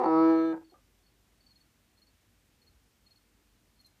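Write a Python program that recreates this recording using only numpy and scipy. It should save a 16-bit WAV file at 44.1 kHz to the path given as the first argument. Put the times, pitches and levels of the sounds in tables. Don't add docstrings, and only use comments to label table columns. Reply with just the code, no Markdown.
import sys
import numpy as np
from scipy import signal
from scipy.fft import rfft, irfft
from scipy.io import wavfile

SR = 44100
rng = np.random.default_rng(int(sys.argv[2]) if len(sys.argv) > 2 else 0)


def store_pcm(level_fs):
    pcm = np.round(np.clip(level_fs, -1, 1) * 32767).astype(np.int16)
    wavfile.write(sys.argv[1], SR, np.atleast_2d(pcm).T)


def decibels_to_gain(level_db):
    exponent = np.asarray(level_db, float) / 20
    return 10 ** exponent


N = 176400
T = np.arange(N) / SR


def rms_one(x):
    return x / np.sqrt(np.mean(x ** 2) + 1e-20)


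def drift(rate_hz, count=1):
    r = np.exp(-2 * np.pi * rate_hz / SR)
    white = rng.standard_normal((count, SR + 20000))
    return rms_one(signal.lfilter([1], [1, -2 * r, r * r], white)[:, 20000:])


def stretched(row):
    return np.interp(T, np.linspace(0, T[-1], SR), row)


def gate(t, start, length, rise, fall):
    return np.clip((t - start) / rise, 0, 1) * np.clip((start + length - t) / fall + 1, 0, 1)


def peak(x, hz, width_hz):
    r = np.exp(-np.pi * width_hz / SR)
    poles = [1, -2 * r * np.cos(2 * np.pi * hz / SR), r * r]
    return signal.lfilter([(1 - r * r) / 2, 0, (r * r - 1) / 2], poles, x + 1e-18)


def noise(points, patchy_db):
    hz, db = np.transpose(points)
    f = np.fft.rfftfreq(N, 1 / SR) + 1e-9
    level = decibels_to_gain(np.interp(np.log(f), np.log(hz), db))
    spectrum = rfft(rng.standard_normal(N)) * level * (f > hz[0]) * (f < hz[-1])
    out = 0
    for low in hz[0] * 2 ** np.arange(0, np.log2(hz[-1] / hz[0]), .5):
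        band = irfft(spectrum * (f >= low) * (f < low * 2 ** .5), N)
        out = out + decibels_to_gain(patchy_db * stretched(drift(30)[0])) * band
    return rms_one(out)


def opening_click():
    level_db, decay_s = -38, 7e-5
    return -decibels_to_gain(level_db) * np.exp(-T / decay_s)


def rumble():
    # (frequency [Hz], level [dB per Hz])
    rumble_bands = [(22, -23), (38, -13), (50, -2), (64, -9.5), (100, -9.5), (140, -13.5), (290, -14.5),
                    (500, -22.5)]
    return decibels_to_gain(-72) * noise(rumble_bands, patchy_db=1.9)


def hiss():
    # (frequency [Hz], level [dB per Hz])
    hiss_bands = [(290, -33.5), (500, -2), (1050, -4.5), (1140, -5), (2330, -5), (15400, -14)]
    notch_hz, notch_width_hz, notch_share = 10450, 500, 0.46
    steady = noise(hiss_bands, patchy_db=-0.38)
    return decibels_to_gain(-73) * (steady - notch_share * peak(steady, notch_hz, notch_width_hz))


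def hum():
    # (frequency [Hz], level [dB])
    hum_tones = [(49.3, -73.5), (80, -82.5), (100, -84), (200, -88.5), (222, -88.5), (242, -86.5),
                 (300, -85.5)]
    waver_db, slip_rad = 1.6, .6
    slow = [stretched(row) for row in drift(16, count=2 * len(hum_tones))]
    out = 0
    for k, (hz, db) in enumerate(hum_tones):
        level = decibels_to_gain(db + 1 + waver_db * slow[k])
        out = out + level * np.sin(2 * np.pi * hz * T + slip_rad * slow[-1 - k])
    return out


def rasp(rows, throat):
    lead = SR // 10
    out = np.zeros(N + SR)
    for start, length, hz, db, uneven in rows:
        luck = rng.standard_normal((40, 2))
        periods = 1 + .5 * uneven * luck[:, 0].clip(-1.5, 1.5)
        s = start + np.cumsum(periods) / hz - 1 / hz
        keep = s < start + length
        clicks = np.zeros(SR + lead)
        clicks[(s[keep] * SR + lead).astype(int)] = 1 + uneven * luck[keep, 1]
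        rung = 0
        for k, (f, width, g) in enumerate(throat):
            rung = rung + decibels_to_gain(g) * (-1) ** k * peak(peak(clicks, f, width), f, 2 * width)
        out[:SR + lead] += decibels_to_gain(db) * rung / np.sqrt(np.sum(rung ** 2) / (length * SR))
    return out[lead:lead + N]


def fast_rasp():
    # (start [s], length [s], rate [Hz], level [dB], unevenness [0-1])
    fast_pulses = [
        (-0.028, 0.048, 361, -33, 0.021),
    ]
    # (frequency [Hz], width [Hz], level [dB])
    fast_throat = [(386, 50, 1)]
    return rasp(fast_pulses, fast_throat)


def onset_rasp():
    # (start [s], length [s], rate [Hz], level [dB], unevenness [0-1])
    onset_pulses = [
        (-.02, 0.06, 260, -28, 0.19),
        (.036, .029, 177.7, -25.5, .22),
        (.069, 0.018, 190.9, -32, .4),
    ]
    # (frequency [Hz], width [Hz], level [dB])
    onset_throat = [(248.8, 110, -11), (367.6, 54, 3), (516, 90, -1), (760, 57, 5.5), (878.2, 90, -1),
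                    (1037, 130, -4), (1263, 130, -11), (1800, 320, -23), (2338, 150, -32.5),
                    (2670, 110, -31.5), (4000, 1800, -44)]
    return rasp(onset_pulses, onset_throat)


def wing_strokes(rows, sag_db, scrape_db):
    # (frequency [Hz], width [Hz], level [dB])
    wing = [(6300, 970, -5.5), (8700, 600, -4.5), (11300, 500, 0.5)]
    stroke_s, fall_hz, flutter_db, scrape_s = 0.017, 79.53, 3.5, .008
    t = T[:SR // 20]
    out = np.zeros(N + SR)
    for s, db, hz in rows:
        tone = np.sin(2 * np.pi * ((hz + fall_hz / 2) * t - fall_hz * t * t / stroke_s / 2))
        level = decibels_to_gain(flutter_db * drift(98)[0, :len(t)] - sag_db * t / stroke_s)
        tone = tone * level * gate(t, 0, stroke_s, .003, .003)
        grit = rng.standard_normal(len(t)) * gate(t, stroke_s - .001, scrape_s, .001, .008)
        scrape = sum(decibels_to_gain(g) * peak(grit, f, width) for f, width, g in wing)
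        i = max(int((s - .002) * SR), 0)
        out[i:i + len(t)] += decibels_to_gain(db) * (tone + decibels_to_gain(scrape_db) * scrape)
    return out[:N]


def far_cricket():
    # (time [s], peak level [dB], pitch [Hz])
    far_strokes = [(0.0024, -55, 4520), (0.0459, -49.5, 4490), (0.088, -54.5, 4489), (0.1892, -54, 4340),
                   (0.6464, -63, 4460), (0.6975, -56.5, 4347), (1.0303, -68.5, 4403), (1.062, -63, 4390),
                   (1.4062, -57, 4475), (1.4638, -53.5, 4470), (1.507, -56, 4304), (1.5573, -56.5, 4290),
                   (1.6043, -60, 4420), (1.9724, -61.5, 4300), (2.0181, -56.5, 4286), (2.0705, -61, 4396),
                   (2.617, -59.5, 4315), (2.6678, -57, 4320), (3.0626, -60, 4290), (3.109, -56.5, 4304),
                   (3.1597, -56, 4340)]
    return wing_strokes(far_strokes, sag_db=5.5, scrape_db=-22.0)


def sac_levels(t):
    # (multiple of pitch [1], level [dB])
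    slack = [(1, -25.5), (2, 0), (3, -8), (4, -15.5), (5, -10), (6, -7.5), (7, -18.5), (8, -12.5), (9, -29),
             (10, -33), (11, -30), (12, -36.5), (13, -38), (14, -37), (15, -48), (16, -45), (17, -45.5),
             (18, -54.5), (19, -57), (20, -65), (21, -55.5), (22, -51), (23, -49.5), (24, -57.5), (25, -49),
             (26, -65), (27, -50), (28, -46)]
    swelling = [(1, -24.5), (2, 0), (3, -11), (4, -15.5), (5, -14), (6, -14.5), (7, -14.5), (8, -13),
                (9, -32.5), (10, -35.5), (11, -39.5), (12, -40.5), (13, -37.5), (14, -39), (15, -47),
                (16, -55.5), (17, -48), (18, -56.5), (19, -55), (20, -58.5), (21, -61), (22, -48.5),
                (23, -50.5), (24, -56), (25, -49.5), (26, -45), (27, -46.5), (28, -46)]
    rounded = [(1, -30.5), (2, 1), (3, -12.5), (4, -17), (5, -22.5), (6, -14), (7, -24.5), (8, -14),
               (9, -30.5), (10, -29), (11, -35), (12, -42.5), (13, -42), (14, -35), (15, -42.5),
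               (16, -54.5), (17, -49.5), (18, -50), (19, -56.5), (20, -54.5), (21, -63.5), (22, -45),
               (23, -62), (24, -56.5), (25, -51.5), (26, -46.5), (27, -56), (28, -56)]
    full = [(1, -31.5), (2, 1), (3, -11.5), (4, -16.5), (5, -16), (6, -19), (7, -27), (8, -17), (9, -39.5),
            (10, -27), (11, -31.5), (12, -44), (13, -43), (14, -36), (15, -42.5), (16, -56), (17, -50.5),
            (18, -49), (19, -57), (20, -50.5), (21, -59), (22, -48), (23, -55), (24, -51), (25, -50.5),
            (26, -41.5), (27, -49), (28, -56)]
    taut = [(1, -29), (2, 1), (3, -12), (4, -17), (5, -27), (6, -21), (7, -29), (8, -15), (9, -35),
            (10, -25.5), (11, -33), (12, -43.5), (13, -37), (14, -34.5), (15, -44), (16, -58.5),
            (17, -44.5), (18, -53), (19, -50), (20, -48), (21, -55), (22, -41.5), (23, -52.5), (24, -46.5),
            (25, -46), (26, -36.5), (27, -50), (28, -58)]
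    tight = [(1, -26.5), (2, 1.5), (3, -12), (4, -17.5), (5, -21), (6, -24), (7, -34), (8, -18.5),
             (9, -50.5), (10, -22), (11, -31.5), (12, -46), (13, -44), (14, -35.5), (15, -41), (16, -56.5),
             (17, -53.5), (18, -43), (19, -47), (20, -54), (21, -61.5), (22, -36.5), (23, -58.5),
             (24, -45.5), (25, -40.5), (26, -40), (27, -56), (28, -56)]
    sac_s = (.11, .19, .26, .335, .415, .5)
    # (slack level [dB], half full level [dB], tight level [dB])
    faint = [(-50, -42, -54.5), (-49.5, -62.5, -64), (-53, -57, -66), (-55.5, -62.5, -67),
             (-49.5, -65, -70.5), (-54.5, -54, -69), (-64.5, -57, -64.5), (-61, -66, -67.5),
             (-64, -55.5, -50.5)]
    faint_s = (.12, .3, 0.41)
    strong_rows = np.array([slack, swelling, rounded, full, taut, tight])[:, :, 1].T
    faint_rows = [np.interp(sac_s, faint_s, row) for row in faint]
    return [np.interp(t, sac_s, row) for row in np.vstack([strong_rows, faint_rows])]


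def bellow():
    # (time [s], pitch [Hz], level [dB])
    contour = [
        (0.056, 164.9, -25),
        (.096, 160.6, -24),
        (.144, 160.6, -21.5),
        (.24, 162.7, -19.5),
        (.3, 162.8, -19.5),
        (.36, 162.3, -22.5),
        (.478, 162.7, -26.5),
        (.528, 161.9, -29.5),
    ]
    # (multiple of pitch [1], T60 [s])
    ring_on = [(1, 0.16), (2, 0.22), (3, .16), (4, .13), (7, .1), (10, .24), (12, .1), (14, .1)]
    quick_t60_s, lock_s = 0.038, 0.0042
    air_db, air_hz, breath_db = -59.5, (11000, 14800), -33
    jitter_hz, wander_db, grain_db = .3, .7, 1.6
    spread_rad, slip_rad = .88, .35
    t = T[:SR]
    s, hz, db = np.transpose(contour)
    phase = 2 * np.pi * np.cumsum(np.interp(t, s, hz) + jitter_hz * drift(82)[0]) / SR
    levels = sac_levels(t)
    wander = drift(9, count=len(levels))
    grain = drift(60, count=len(levels))
    after = np.maximum(t - s[-1], 0)
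    t60_of = {round(multiple): t60 for multiple, t60 in ring_on}
    tone, power = 0, 0
    for k, level in enumerate(levels):
        level = level + wander_db * min(k, 6) / 6 * wander[k] + grain_db * min(k / 20, 1) * grain[k]
        gain = decibels_to_gain(level)
        lock = np.clip((t - s[0]) / lock_s / (1 + k * k / 110), 0, 1)
        decay = decibels_to_gain(-60 * after / t60_of.get(k + 1, quick_t60_s))
        slip = slip_rad * min(k / 8, 1.5) * wander[-1 - k]
        tone = tone + gain * lock * decay * np.sin((k + 1) * phase - spread_rad * k * k + slip)
        power = power + gain ** 2 / 2
    tone = tone / np.sqrt(power) * (1 + decibels_to_gain(breath_db) * drift(149.3)[0])
    band = signal.butter(3, air_hz, "band", fs=SR, output="sos")
    air = rms_one(signal.sosfilt(band, rng.standard_normal(SR)))
    air = air * (1 + 0.63 * np.cos(phase))
    air = air * decibels_to_gain(air_db - 60 * after / quick_t60_s) * np.clip((t - s[0]) / .1, 0, 1)
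    return np.pad((tone + air) * decibels_to_gain(np.interp(t, s, db)), (0, N - SR))


def break_rasp():
    # (start [s], length [s], rate [Hz], level [dB], unevenness [0-1])
    break_pulses = [
        (.528, .02, 170.1, -42.5, 0.22),
        (.552, 0.03, 152.3, -49.5, 0.23),
        (.588, .05, 141, -63.5, 0.23),
    ]
    # (frequency [Hz], width [Hz], level [dB])
    break_throat = [(199, 98, -3.5), (493, 83, 4.5), (750, 120, -4), (910, 130, 2), (1280, 49, -6.5),
                    (1500, 160, -9.5), (1900, 280, -24), (2300, 150, -21.5)]
    return rasp(break_pulses, break_throat)


def ring():
    # (frequency [Hz], level [dB], T60 [s])
    ring_modes = [(321, -47.5, .33), (95, -59, .15)]
    start_s, rise_s, last_s, stop_s = .612, .018, .082, .022
    t = np.maximum(T - start_s, 0)
    modes = sum(decibels_to_gain(db - 60 * t / t60) * np.sin(2 * np.pi * hz * t) for hz, db, t60 in ring_modes)
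    return gate(t, 0, last_s, rise_s, stop_s) * modes


def croak():
    # (start [s], length [s], rate [Hz], level [dB], unevenness [0-1])
    croak_pulses = [
        (.721, 0.015, 172.2, -57.5, 0.29),
    ]
    # (frequency [Hz], width [Hz], level [dB])
    croak_throat = [(345, 97, 0), (744, 61, -1.5)]
    return rasp(croak_pulses, croak_throat)


def gulp():
    # (start [s], length [s], rate [Hz], level [dB], unevenness [0-1])
    gulp_pulses = [
        (.739, 0.026, 190, -62, 0.395),
        (.768, 0.0218, 154.4, -71, 0.37),
    ]
    # (frequency [Hz], width [Hz], level [dB])
    gulp_throat = [(527, 49, 0), (763, 160, -7.5), (1195, 86, 0), (1560, 120, -18)]
    return rasp(gulp_pulses, gulp_throat)


def far_thud():
    start_s, hz, level_db, t60_s, rise_s = 2.73, 61.7, -55.5, 0.26, 0.016
    t = np.maximum(T - start_s, 0)
    return decibels_to_gain(level_db - 60 * t / t60_s) * np.clip(t / rise_s, 0, 1) * np.sin(2 * np.pi * hz * t)


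def near_cricket():
    # (time [s], level before the swell [dB], pitch [Hz])
    near_strokes = [
        (3.762, -75, 4344),
        (3.793, -60.5, 4310),
        (3.847, -56, 4184),
    ]
    return wing_strokes(near_strokes, sag_db=-7.0, scrape_db=4.5)


def room(x):
    t60_s, cut_hz = .17, 4500
    t = T[:SR // 2]
    tail = rng.standard_normal(len(t)) * decibels_to_gain(-60 * t / t60_s) * (t > .004)
    tail = signal.sosfilt(signal.butter(1, cut_hz, fs=SR, output="sos"), tail)
    return signal.fftconvolve(x, tail / np.sqrt(np.sum(tail ** 2)))[:N]


def scene():
    floor = opening_click() + rumble() + hiss() + hum() + far_thud()
    rasps = fast_rasp() + onset_rasp() + break_rasp() + croak() + gulp()
    frog = rasps + bellow() + ring()
    crickets = decibels_to_gain(-5.0) * (far_cricket() + near_cricket())
    wet = room(decibels_to_gain(-22) * frog + decibels_to_gain(-8.5) * crickets)
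    return (frog + crickets + wet + floor)[None]


def roll_off(x):
    return signal.sosfilt(signal.butter(12, 15320, fs=SR, output="sos"), x)


def record(dry):
    mic_low_hz = 37.6
    mix = signal.sosfilt(signal.butter(2, mic_low_hz, "high", fs=SR, output="sos"), dry)
    return roll_off(mix)


dry = scene()
out = record(dry)
store_pcm(out)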